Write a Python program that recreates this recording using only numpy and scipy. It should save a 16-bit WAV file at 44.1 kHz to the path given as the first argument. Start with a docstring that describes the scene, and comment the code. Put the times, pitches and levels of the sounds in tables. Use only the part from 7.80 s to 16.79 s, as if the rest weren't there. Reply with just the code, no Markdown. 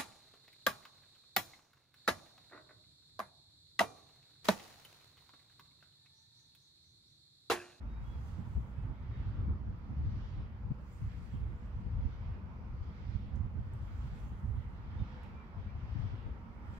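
"""A wind turbine's blades swish overhead, about one a second, one of them with a high hiss.
Each swish is noise that swells and fades, then bounces off the ground; two passes also moan.
The gearbox hums faintly, and wind sighs in the pines and rumbles in puffs on the microphone.
Small birds whistle gliding notes far off, and a hand-held camera ticks a few times."""
import sys
import numpy as np
from scipy import signal
from scipy.fft import rfft, irfft, next_fast_len
from scipy.io import wavfile
from scipy.ndimage import uniform_filter1d, map_coordinates

SR = 44100
rng = np.random.default_rng(int(sys.argv[2]) if len(sys.argv) > 2 else 0)


def output_pcm(signal):
    """Save a mono or channel-first signal as 16-bit PCM at the path in sys.argv[1].

    Samples are clipped to [-1, 1] before scaling.
    """
    pcm = np.clip(np.atleast_2d(signal).T, -1, 1) * 32767
    wavfile.write(sys.argv[1], SR, np.round(pcm).astype(np.int16))


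N = 396459

# how alike left and right are for low sounds: f/Hz, likeness (1 the same, -1 opposite)
LOW_LIKENESS = [(35, .84), (70, .8), (130, .63), (260, .66)]


def blades():
    """Each blade swells and brightens as it nears, then sounds lower, slides left and fades fast."""
    # blade passes: t/s, swish/dB, bright edge/dB, leaving edge/dB, edge rise/(dB/s), edge fall/(dB/s)
    passes = [(.49, -69.5, -78, -77, 23, 70), (1.42, -69.5, -82, -76, 26, 49),
              (2.47, -66, -75, -77.5, 24, 92), (3.45, -69, -77, -92, 20, 104),
              (4.34, -68.5, -78.5, -82.5, 19.5, 55), (5.29, -67, -76, -74, 20, 66),
              (6.29, -66, -76.5, -82, 28, 90), (7.31, -64, -77, -76, 32.5, 78),
              (8.25, -64, -75.5, -74.5, 25, 108), (9.27, -74.5, -76.5, -78, 29, 90)]
    # brief flares of the swish: t/s, level/dB
    flare_peaks = [(.73, -69.5), (1.0, -68), (1.4, -64), (2.53, -68), (3.33, -69), (3.87, -71.5),
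                   (4.52, -71.5), (6.82, -70), (7.87, -68.5), (8.94, -66)]
    # tone colours of the swish, the bright edge and the leaving edge: f/Hz, level/dB
    swish_colour = [(200, -21), (600, -7), (1200, 4.5), (1900, 3.5), (2400, 0), (3300, -1), (4200, -12),
                    (6000, -28), (10000, -45), (15000, -70)]
    edge_colour = [(2000, -28), (3300, -5), (4200, -.5), (5000, 0), (5800, -3.5), (6400, -10), (7000, -15),
                   (8300, -26), (10000, -33), (15000, -56)]
    leaving_colour = [(1500, -24.5), (2600, -7), (3300, 4.5), (4300, -2), (5300, -6), (6500, -19.5),
                      (8300, -21.5), (15000, -58.5)]
    times, swish_db, edge_db, leaving_db, rise, fall = np.transpose(passes)
    swish_gain = swells(times + 0.055, swish_db, rise=27, fall=78, round_s=0.19)
    edge_gain = swells(times, edge_db, rise, fall, round_s=0.034)
    leaving_gain = swells(times + 0.065, leaving_db, rise=55, fall=fall, round_s=0.034)
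    flares = swells(*np.transpose(flare_peaks), rise=69.5, fall=69.5)
    waver_db = 0.8 * wobble(20)
    edge = edge_gain * patchy(noise(edge_colour), depth_db=1.5)
    swish = np.hypot(swish_gain, flares) * patchy(noise(swish_colour), depth_db=1.94)
    leaving = leaving_gain * noise(leaving_colour)
    left, right = amp(waver_db) * (swish + edge + leaving)
    # just after each pass the sound reaches the right side later, so it seems to move left
    slide = np.exp(-((clock() - times[:, None] - 0.23) / 0.15) ** 2).sum(axis=0)
    return np.array([left, delayed(right, delay_s=0.0001 * slide)])


def hissing_blade():
    """Once a turn, one blade's edge adds a long, fluttering hiss with darker peaks."""
    # hisses: t/s at full strength, rise/(dB/s), hold/s, level/dB
    hisses = [(0.262, 71, 0.59, -82), (3.071, 125.5, 0.46, -82), (6.088, 54, 0.58, -80.5),
              (8.95, 75, .5, -80)]
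    # darker peaks: t/s, level/dB
    peaks = [(0.49, -76), (3.17, -81), (3.47, -81), (3.86, -85.5), (6.22, -81.5), (6.36, -81)]
    # tone colours of the hiss and its peaks: f/Hz, level/dB
    hiss_colour = [(3000, -25.5), (5500, 0.5), (7400, -1), (8400, -0.5), (9300, -1), (10200, -9),
                   (11000, -10.5), (12000, -6), (14500, -7.5), (15700, -3.5)]
    peak_colour = [(3000, -23.5), (5500, -0.5), (7400, 1.5), (9300, -0.5), (10200, -7.5), (11000, -16),
                   (12500, -9), (15700, -13.5)]
    times, rise, hold_s, hiss_db = np.transpose(hisses)
    hiss_gain = swells(times, hiss_db, rise, fall=35.5, hold_s=hold_s)
    peak_gain = swells(*np.transpose(peaks), rise=74, fall=74)
    flutter_db = 1.7 * wobble(22)
    hiss = hiss_gain * patchy(noise(hiss_colour), depth_db=3)
    peak = peak_gain * patchy(noise(peak_colour), depth_db=4)
    return amp(flutter_db) * (hiss + peak)


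def blade_moans():
    """A passing blade sometimes moans on a falling note."""
    # moans: t/s, length/s, start f/Hz, middle f/Hz, end f/Hz, level/dB
    moans = [(6.1, 0.396, 945, 890, 865, -71), (7.2, 0.317, 533, 501, 483, -69)]
    return glides(moans)


def ground_bounce(x):
    """Sound from above arrives again off the rock underfoot, lifting some pitches and dulling others."""
    delay_s = 0.0094 + 0.00008 * wobble(2)
    bounce = np.array([delayed(side, delay_s) for side in x])
    strength = amp(-10.5)
    return (x + strength * bounce) / np.hypot(1, strength)


def machinery():
    """The turbine's gears sing slightly unsteady notes over a whirr, a hum and a low drone."""
    # loudness of the gears and of the whirr over time: t/s, level/dB
    gear_levels = [(0, -77), (1, -76), (2, -73.5), (3.2, -73), (4.4, -72.5), (5.2, -77), (7, -79),
                   (8.99, -78)]
    whirr_levels = [(0, -69.5), (0.8, -71), (1.6, -73), (2.3, -77.5), (3.1, -78), (4.3, -79), (4.9, -73),
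                    (6.2, -74), (7.3, -66), (8.1, -73.5), (8.5, -65), (8.99, -67)]
    # gear notes: f/Hz, level/dB added to the gears' loudness
    gear_notes = [(488.3, -3), (596, -11.5), (211.6, 3.5)]
    # tone colours of the whirr, hum and drone: f/Hz, level/dB
    whirr_colour = [(400, -56.5), (700, -18), (830, -5), (930, 3), (1020, -11.5), (1130, -9.5),
                    (1350, -5.5), (1700, -34), (3000, -84.5)]
    hum_colour = [(130, -26), (195, 3), (230, 8), (270, -10.5), (400, -57.5)]
    drone_colour = [(10, -29), (30, 10), (50, 14), (100, 3.5), (200, -5), (300, -14.5), (600, -47),
                    (3000, -120)]
    gear_db, = curves(gear_levels)
    whirr_db, = curves(whirr_levels)
    gears = np.zeros(N)
    for hz, db in gear_notes:
        gain = amp(gear_db + db + 2.2 * wobble(9))
        gears += gain * np.sqrt(2) * tone(hz + 3.2 * wobble(14))
    whirr = amp(whirr_db) * patchy(noise(whirr_colour), depth_db=-0.5)
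    hum = amp(whirr_db + 5.5) * noise(hum_colour, alike=LOW_LIKENESS)
    drone = amp(-52) * noise(drone_colour, alike=LOW_LIKENESS)
    return panned(gears, lean_db=-7) + whirr + hum + drone


def microphone_wind():
    """A restless draught rumbles on the microphone; gusts swell on top of it, and brief ones thump."""
    # the draught: t/s, level/dB, left over right/dB
    draught_levels = [(0, -43.5, 0), (.5, -44, -4), (1.6, -44, -2), (2.02, -49, -2), (2.3, -41.5, 1),
                      (2.7, -45, -2.5), (3.08, -52, 0.5), (3.43, -43, 9), (3.82, -50, 0), (4.05, -41, 1),
                      (4.7, -46, 3.5), (5.4, -43, -3), (6.05, -42.5, 2), (6.9, -48.5, 0), (7.15, -42, 0.5),
                      (7.65, -56.5, -2.5), (7.9, -44.5, 4), (8.3, -43.5, 6), (8.7, -53, -3), (8.99, -45, 1)]
    # gusts: t/s, half length/s, rumble/dB, flutter/dB, rushing air/dB, left over right/dB
    gusts = [(0.232, 0.016, -44, -64, -78, 16), (0.599, 0.016, -42.5, -41.5, -65, -12),
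             (0.777, 0.022, -31, -44.5, -63, 8.5), (0.988, 0.0072, -33, -49, -73, -9),
             (1.054, 0.0068, -32.5, -59, -68, -8), (1.108, 0.019, -35, -43, -59, -6),
             (1.318, 0.022, -36.5, -57, -57, 2), (1.4, 0.029, -35, -54.5, -68, -2.5),
             (1.484, 0.029, -31, -54, -59.5, -0.5), (1.623, 0.047, -32, -50, -55.5, 0),
             (1.704, 0.029, -30, -39.5, -54, 0), (1.759, 0.012, -34.5, -54, -57.5, 0),
             (1.809, 0.01, -38, -55, -62, -10), (1.886, 0.055, -38, -41.5, -67, -2),
             (2.115, 0.021, -38.5, -39, -67, -7), (2.204, 0.031, -32.5, -41.5, -74, 0.5),
             (2.271, 0.026, -28.5, -44, -75, 5), (2.345, 0.039, -38.5, -42.5, -66, 7),
             (2.478, 0.0099, -51, -59, -72, -4), (2.586, 0.021, -34, -64, -59.5, -2),
             (2.865, 0.031, -32.5, -59, -75, 2), (2.914, 0.0065, -29.5, -34.5, -70, 14),
             (3.235, 0.024, -33.5, -67, -72, 4), (3.275, 0.011, -34, -62, -74, -11),
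             (3.404, 0.028, -50, -72, -79, 18), (3.549, 0.011, -39.5, -47.5, -76, -21),
             (3.642, 0.071, -34.5, -64, -63, -2), (3.73, 0.018, -39, -60, -60, -5),
             (4.065, 0.016, -37, -66, -75, 17), (4.161, 0.041, -32.5, -62, -64, 4),
             (4.256, 0.032, -33.5, -42.5, -78, -12.5), (4.47, 0.015, -40, -71, -76, 12),
             (4.496, 0.022, -33, -65, -77, 2), (4.55, 0.033, -47, -66, -60.5, 1),
             (5.019, 0.012, -35.5, -67, -68, 7), (5.29, 0.037, -37.5, -55.5, -77, -9),
             (5.355, 0.0084, -29.5, -54, -78, -15), (5.555, 0.026, -35, -50.5, -68, -9),
             (5.61, 0.011, -33, -44.5, -77.5, -17), (5.653, 0.018, -33, -54, -79, -10),
             (5.781, 0.028, -44.5, -48.5, -69, -22), (6.029, 0.018, -36.5, -65, -75, 3),
             (6.243, 0.037, -37, -64, -78, -7), (6.523, 0.011, -36.5, -48, -57, 1.5),
             (6.647, 0.011, -31, -44, -76, -8), (6.7, 0.017, -32.5, -56, -76, -11),
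             (6.769, 0.024, -31, -57, -82, -9.5), (7, 0.0092, -39, -63, -82, 3),
             (7.16, 0.031, -41, -62, -79, -8), (7.219, 0.013, -27.5, -48, -79, -8),
             (7.545, 0.021, -41, -48, -68, -6), (7.77, 0.0078, -34.5, -64, -77, 14.5),
             (7.803, 0.012, -35.5, -70, -77, 8), (8.038, 0.018, -37.5, -67, -69, 3),
             (8.166, 0.011, -35.5, -41, -76, 15), (8.206, 0.014, -36.5, -56, -81, 14),
             (8.253, 0.011, -31, -58, -78, 12), (8.338, 0.0082, -32.5, -51, -64, 5),
             (8.47, 0.046, -38.5, -51, -67, 6)]
    # tone colours of the rumble, thumps, flutter and rushing air: f/Hz, level/dB
    rumble_colour = [(10, -27.5), (25, -27), (40, -2), (60, 2.5), (90, -1), (125, -6), (170, -24.5),
                     (260, -38), (500, -47), (1500, -120)]
    thump_colour = [(20, -34), (60, 9), (110, 10), (180, -11), (300, -25.5), (500, -47.5), (1500, -82.5),
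                    (5000, -120)]
    flutter_colour = [(60, -22), (130, 0.5), (200, 1), (250, -7), (320, -14), (420, -25.5), (700, -29.5),
                      (1600, -46), (4000, -75), (10000, -120)]
    air_colour = [(100, -2), (300, 8.5), (450, -1), (700, -11), (1200, -6), (2000, -21), (4000, -35),
                  (10000, -78)]
    stereo = dict(alike=LOW_LIKENESS, lean=[(60, 1.0), (130, -1.7), (300, -0.24)], lead=[(100, 0)])
    draught_db, side_db = curves(draught_levels)
    draught = panned(amp(draught_db - 0.9 + 2.8 * wobble(24)), side_db)
    ripple = amp(-55 + 0.23 * (draught_db - draught_db.mean()) + 1.7 * wobble(22))
    times, half_s, rumble_db, flutter_db, air_db, lean_db = np.transpose(gusts)
    shapes = np.exp(-((clock() - times[:, None]) / half_s[:, None]) ** 2)

    def gusting(gain):
        """Left and right strength of all the gusts together."""
        return np.sqrt(panned(gain, lean_db) ** 2 @ shapes)

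    thump_share = 1 / (1 + (half_s / 0.031) ** 2)  # near 1 for the briefest gusts
    rumble_gain = np.hypot(draught, gusting(amp(rumble_db - 1.5) * np.sqrt(1 - thump_share)))
    thump_gain = gusting(amp(rumble_db - 3.5) * np.sqrt(thump_share))
    rumble = rumble_gain * steadied(noise(rumble_colour, **stereo), span_s=0.056)
    thumps = thump_gain * steadied(noise(thump_colour, **stereo), span_s=0.02)
    flutter = np.hypot(ripple, gusting(amp(flutter_db - 5.5))) * noise(flutter_colour, **stereo)
    air = gusting(amp(air_db)) * noise(air_colour)
    return rumble + thumps + flutter + air


def pines():
    """Wind sighs through the pine needles."""
    # wind in the treetops: t/s, level/dB
    breeze_levels = [(0, -64.5), (.65, -64.5), (1.0, -66), (1.6, -63.5), (1.85, -66), (3.85, -66),
                     (4.56, -64.5), (5.26, -65.5), (6.43, -64), (6.84, -65.5), (7.4, -62), (8.01, -63.5),
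                     (8.4, -62.5), (8.64, -64), (8.99, -61.5)]
    # tone colour of the needles: f/Hz, level/dB
    needle_colour = [(150, -9), (350, 1), (520, -1.5), (700, -3), (930, 0.5), (1100, -0.5), (1380, -2.5),
                     (1650, -8), (2300, -11), (2600, -15), (3400, -24), (4100, -28), (5300, -28.5),
                     (10000, -52.5)]
    breeze_db, = curves(breeze_levels)
    return amp(breeze_db + 3) * patchy(noise(needle_colour), depth_db=1.48)


def birds():
    """Small birds whistle short, pure notes far off."""
    # whistles: t/s, length/s, start f/Hz, middle f/Hz, end f/Hz, level/dB
    whistles = [(0.05, 0.19, 3690, 3780, 3820, -79), (.135, 0.06, 2150, 2360, 2450, -78),
                (0.23, 0.17, 3260, 3350, 3260, -75), (0.96, 0.092, 2500, 2604, 2510, -73),
                (1.3, 0.11, 3700, 3770, 3680, -79.5), (1.63, 0.11, 2160, 2266, 2250, -73),
                (4.53, 0.066, 2380, 2480, 2400, -80), (7.17, 0.068, 3550, 3620, 3500, -71.5),
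                (7.535, 0.11, 2350, 2377, 2320, -71), (7.868, 0.045, 2310, 2340, 2420, -71)]
    return glides(whistles)


def camera_ticks():
    """The camera body gives a tiny crack, followed by the short rub of a finger."""
    # ticks: t/s, level/dB, centre f/Hz, width/octaves, left over right/dB
    ticks = [(1.986, -84.5, 12000, 0.38, -15), (3.126, -76, 13000, 0.49, 13.5),
             (5.558, -67, 6000, 0.35, -7.5), (5.936, -66.5, 10100, 0.6, -5), (7.434, -66.5, 7200, 1.1, -1)]
    out, t = np.zeros((2, N)), np.arange(SR // 4) / SR
    hz = np.fft.rfftfreq(len(t), 1 / SR)
    crack, rub = amp(-60 * t / 0.003), amp(-27 - 60 * t / 0.3)
    shape = (crack + rub) * (1 - np.exp(-t / 0.0002))
    for start, db, centre_hz, octaves, lean_db in ticks:
        colour = np.exp(-0.5 * (np.log2((hz + 1) / centre_hz) / octaves) ** 2)
        grain = unit(irfft(rfft(rng.standard_normal((2, len(t)))) * colour, len(t)))
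        out[:, round(start * SR):][:, :len(t)] += panned(amp(db + 12) * shape * grain, lean_db)
    return out


def microphone_hiss():
    """The two microphones make a thin, even hiss of their own."""
    # tone colour of the hiss: f/Hz, level/dB
    hiss_colour = [(1000, 8.5), (8000, -4.5), (11200, -6), (12300, 1), (14700, 0), (15700, -7)]
    return amp(-88) * noise(hiss_colour, alike=[(1000, 0.002)], lean=[(1000, -1.5)])


def noise(colour, alike=None, lean=None, lead=None):
    """Stereo noise of a given tone colour, spread like the outdoor sound unless told otherwise."""
    # how alike left and right are: f/Hz, likeness (-1 to 1)
    outdoor_alike = [(60, 0.3), (300, 1), (700, 0.72), (900, 0.64), (1120, 0.13), (1600, -0.27),
                     (1950, -.12), (2300, -0.19), (2900, -0.11), (3700, -0.15), (4700, -0.3), (5600, -0.69),
                     (7000, 0.095), (9000, -0.24), (12500, 0.6)]
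    # how much louder the left is: f/Hz, level/dB
    outdoor_lean = [(100, -1.5), (600, -1.3), (850, -3.5), (1080, -1), (1500, -3), (2200, -5.5),
                    (2650, -2.5), (3300, -1), (4500, -9), (5700, -3.5), (7400, -10.5), (8200, -3),
                    (9000, 6), (11000, -0.5), (12600, -7), (15000, -0.5)]
    # how far the left wave runs ahead: f/Hz, phase/radians
    outdoor_lead = [(500, 0.043), (700, 0), (1120, -1.1), (1600, -0.2), (2300, -0.75), (3300, .3),
                    (5600, 1.4), (8000, -0.64)]
    size = next_fast_len(N, True)
    hz = np.fft.rfftfreq(size, 1 / SR)
    spread = np.arccos(np.clip(along(alike or outdoor_alike, hz), -1, 1)) / 2
    spectra = rfft(rng.standard_normal((2, size))) * amp(along(colour, hz))
    common, side = spectra * [np.cos(spread), np.sin(spread)]
    left = (common + side) * np.exp(1j * along(lead or outdoor_lead, hz))
    pair = panned(np.array([left, common - side]), along(lean or outdoor_lean, hz))
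    return unit(irfft(pair, size)[:, :N])


def patchy(x, depth_db):
    """Random patches of low and high sound swell and fade, giving the noise an uneven flicker."""
    spectra = signal.stft(x, nperseg=512)[2]
    patches = uniform_filter1d(rng.standard_normal(spectra.shape[1:]), size=6, axis=0)  # across pitch
    patches = uniform_filter1d(patches, size=14, axis=1)  # across time
    return unit(signal.istft(spectra * amp(depth_db * unit(patches)))[1][:, :N])


def swells(times, db, rise, fall, hold_s=0, round_s=0):
    """Strength of passes that rise, hold and fall (slopes in dB/s), with tops rounded over round_s."""
    coarse = clock()[::32]
    since = coarse[:, None] - times
    away = np.maximum(-since, 0) + np.maximum(since - hold_s, 0)
    drop_db = (np.hypot(away, round_s) - round_s) * np.where(since < 0, rise, fall)
    return np.interp(clock(), coarse, np.linalg.norm(amp(db - drop_db), axis=1))


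def glides(notes):
    """Pure sliding notes that swell, fade and echo off the tree trunks."""
    song = np.zeros(N)
    for start, length, start_hz, middle_hz, end_hz, db in notes:
        progress = np.linspace(0, 1, int(length * SR))
        pitch = np.polyval(np.polyfit([0, 0.5, 1], [start_hz, middle_hz, end_hz], 2), progress)
        arch = np.sqrt(np.abs(np.sin(np.pi * progress)))
        song[round(start * SR):][:len(arch)] += amp(db) * arch * tone(pitch)
    t = np.arange(SR // 2) / SR
    trunks = rng.standard_normal((2, len(t))) * amp(-60 * t / 0.22)
    echo = signal.fftconvolve(song[None], trunks / np.linalg.norm(trunks[0]), axes=1)[:, :N]
    return song + amp(-1.5) * echo


def steadied(x, span_s):
    """Smooth away the chance swells of noise, so that each gust keeps its strength."""
    size = int(span_s * SR) + 1
    power = uniform_filter1d(uniform_filter1d(np.mean(x ** 2, axis=0), size), size)
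    return unit(x / np.sqrt(np.abs(power) + 1e-6))


def tone(hz):
    """A pure tone that follows a changing pitch."""
    return np.sin(2 * np.pi * np.cumsum(hz) / SR)


def delayed(x, delay_s):
    """One channel heard after a delay that may change."""
    return map_coordinates(x, [np.arange(N) - delay_s * SR], mode="mirror")


def panned(x, lean_db):
    """Share a sound between two sides, the left louder by lean_db."""
    return x * amp(np.array([[1], [-1]]) * lean_db / 2)


def wobble(rate):
    """A smooth curve through rate random points a second."""
    return map_coordinates(rng.standard_normal(int(N * rate / SR) + 4), [clock() * rate])


def curves(rows):
    """Join timed rows with straight lines: one curve for each column after the time."""
    times, *columns = np.transpose(rows)
    return [np.interp(clock(), times, column) for column in columns]


def along(points, hz):
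    """Read between (f/Hz, value) points, giving each octave about the same room."""
    point_hz, values = np.transpose(points)
    return np.interp(np.log(hz + 1), np.log(point_hz + 1), values)


def amp(db):
    """Turn decibels into a multiplier."""
    return 10 ** (np.asarray(db) / 20)


def unit(x):
    """Scale to an average power of 1."""
    return x / np.sqrt(np.mean(x ** 2) + 1e-20)


def clock():
    """The time of each sample in seconds."""
    return np.arange(N) / SR


def scene():
    """The turbine, the forest and the sounds at the camera itself."""
    turbine = ground_bounce(blades() + hissing_blade()) + machinery() + blade_moans()
    forest = pines() + birds()
    return turbine + forest + microphone_wind() + camera_ticks() + microphone_hiss()


def record(dry):
    """Fade in and out without a click, and cut off the very highest treble."""
    fade_s, top_hz = 0.008, 15720
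    fade = np.minimum(np.minimum(clock(), clock()[::-1]) / fade_s, 1)
    size = next_fast_len(N + SR // 4, True)
    kept = np.fft.rfftfreq(size, 1 / SR) < top_hz
    return irfft(rfft(dry * fade, size) * kept, size)[..., :N]


dry = scene()
out = record(dry)
output_pcm(out)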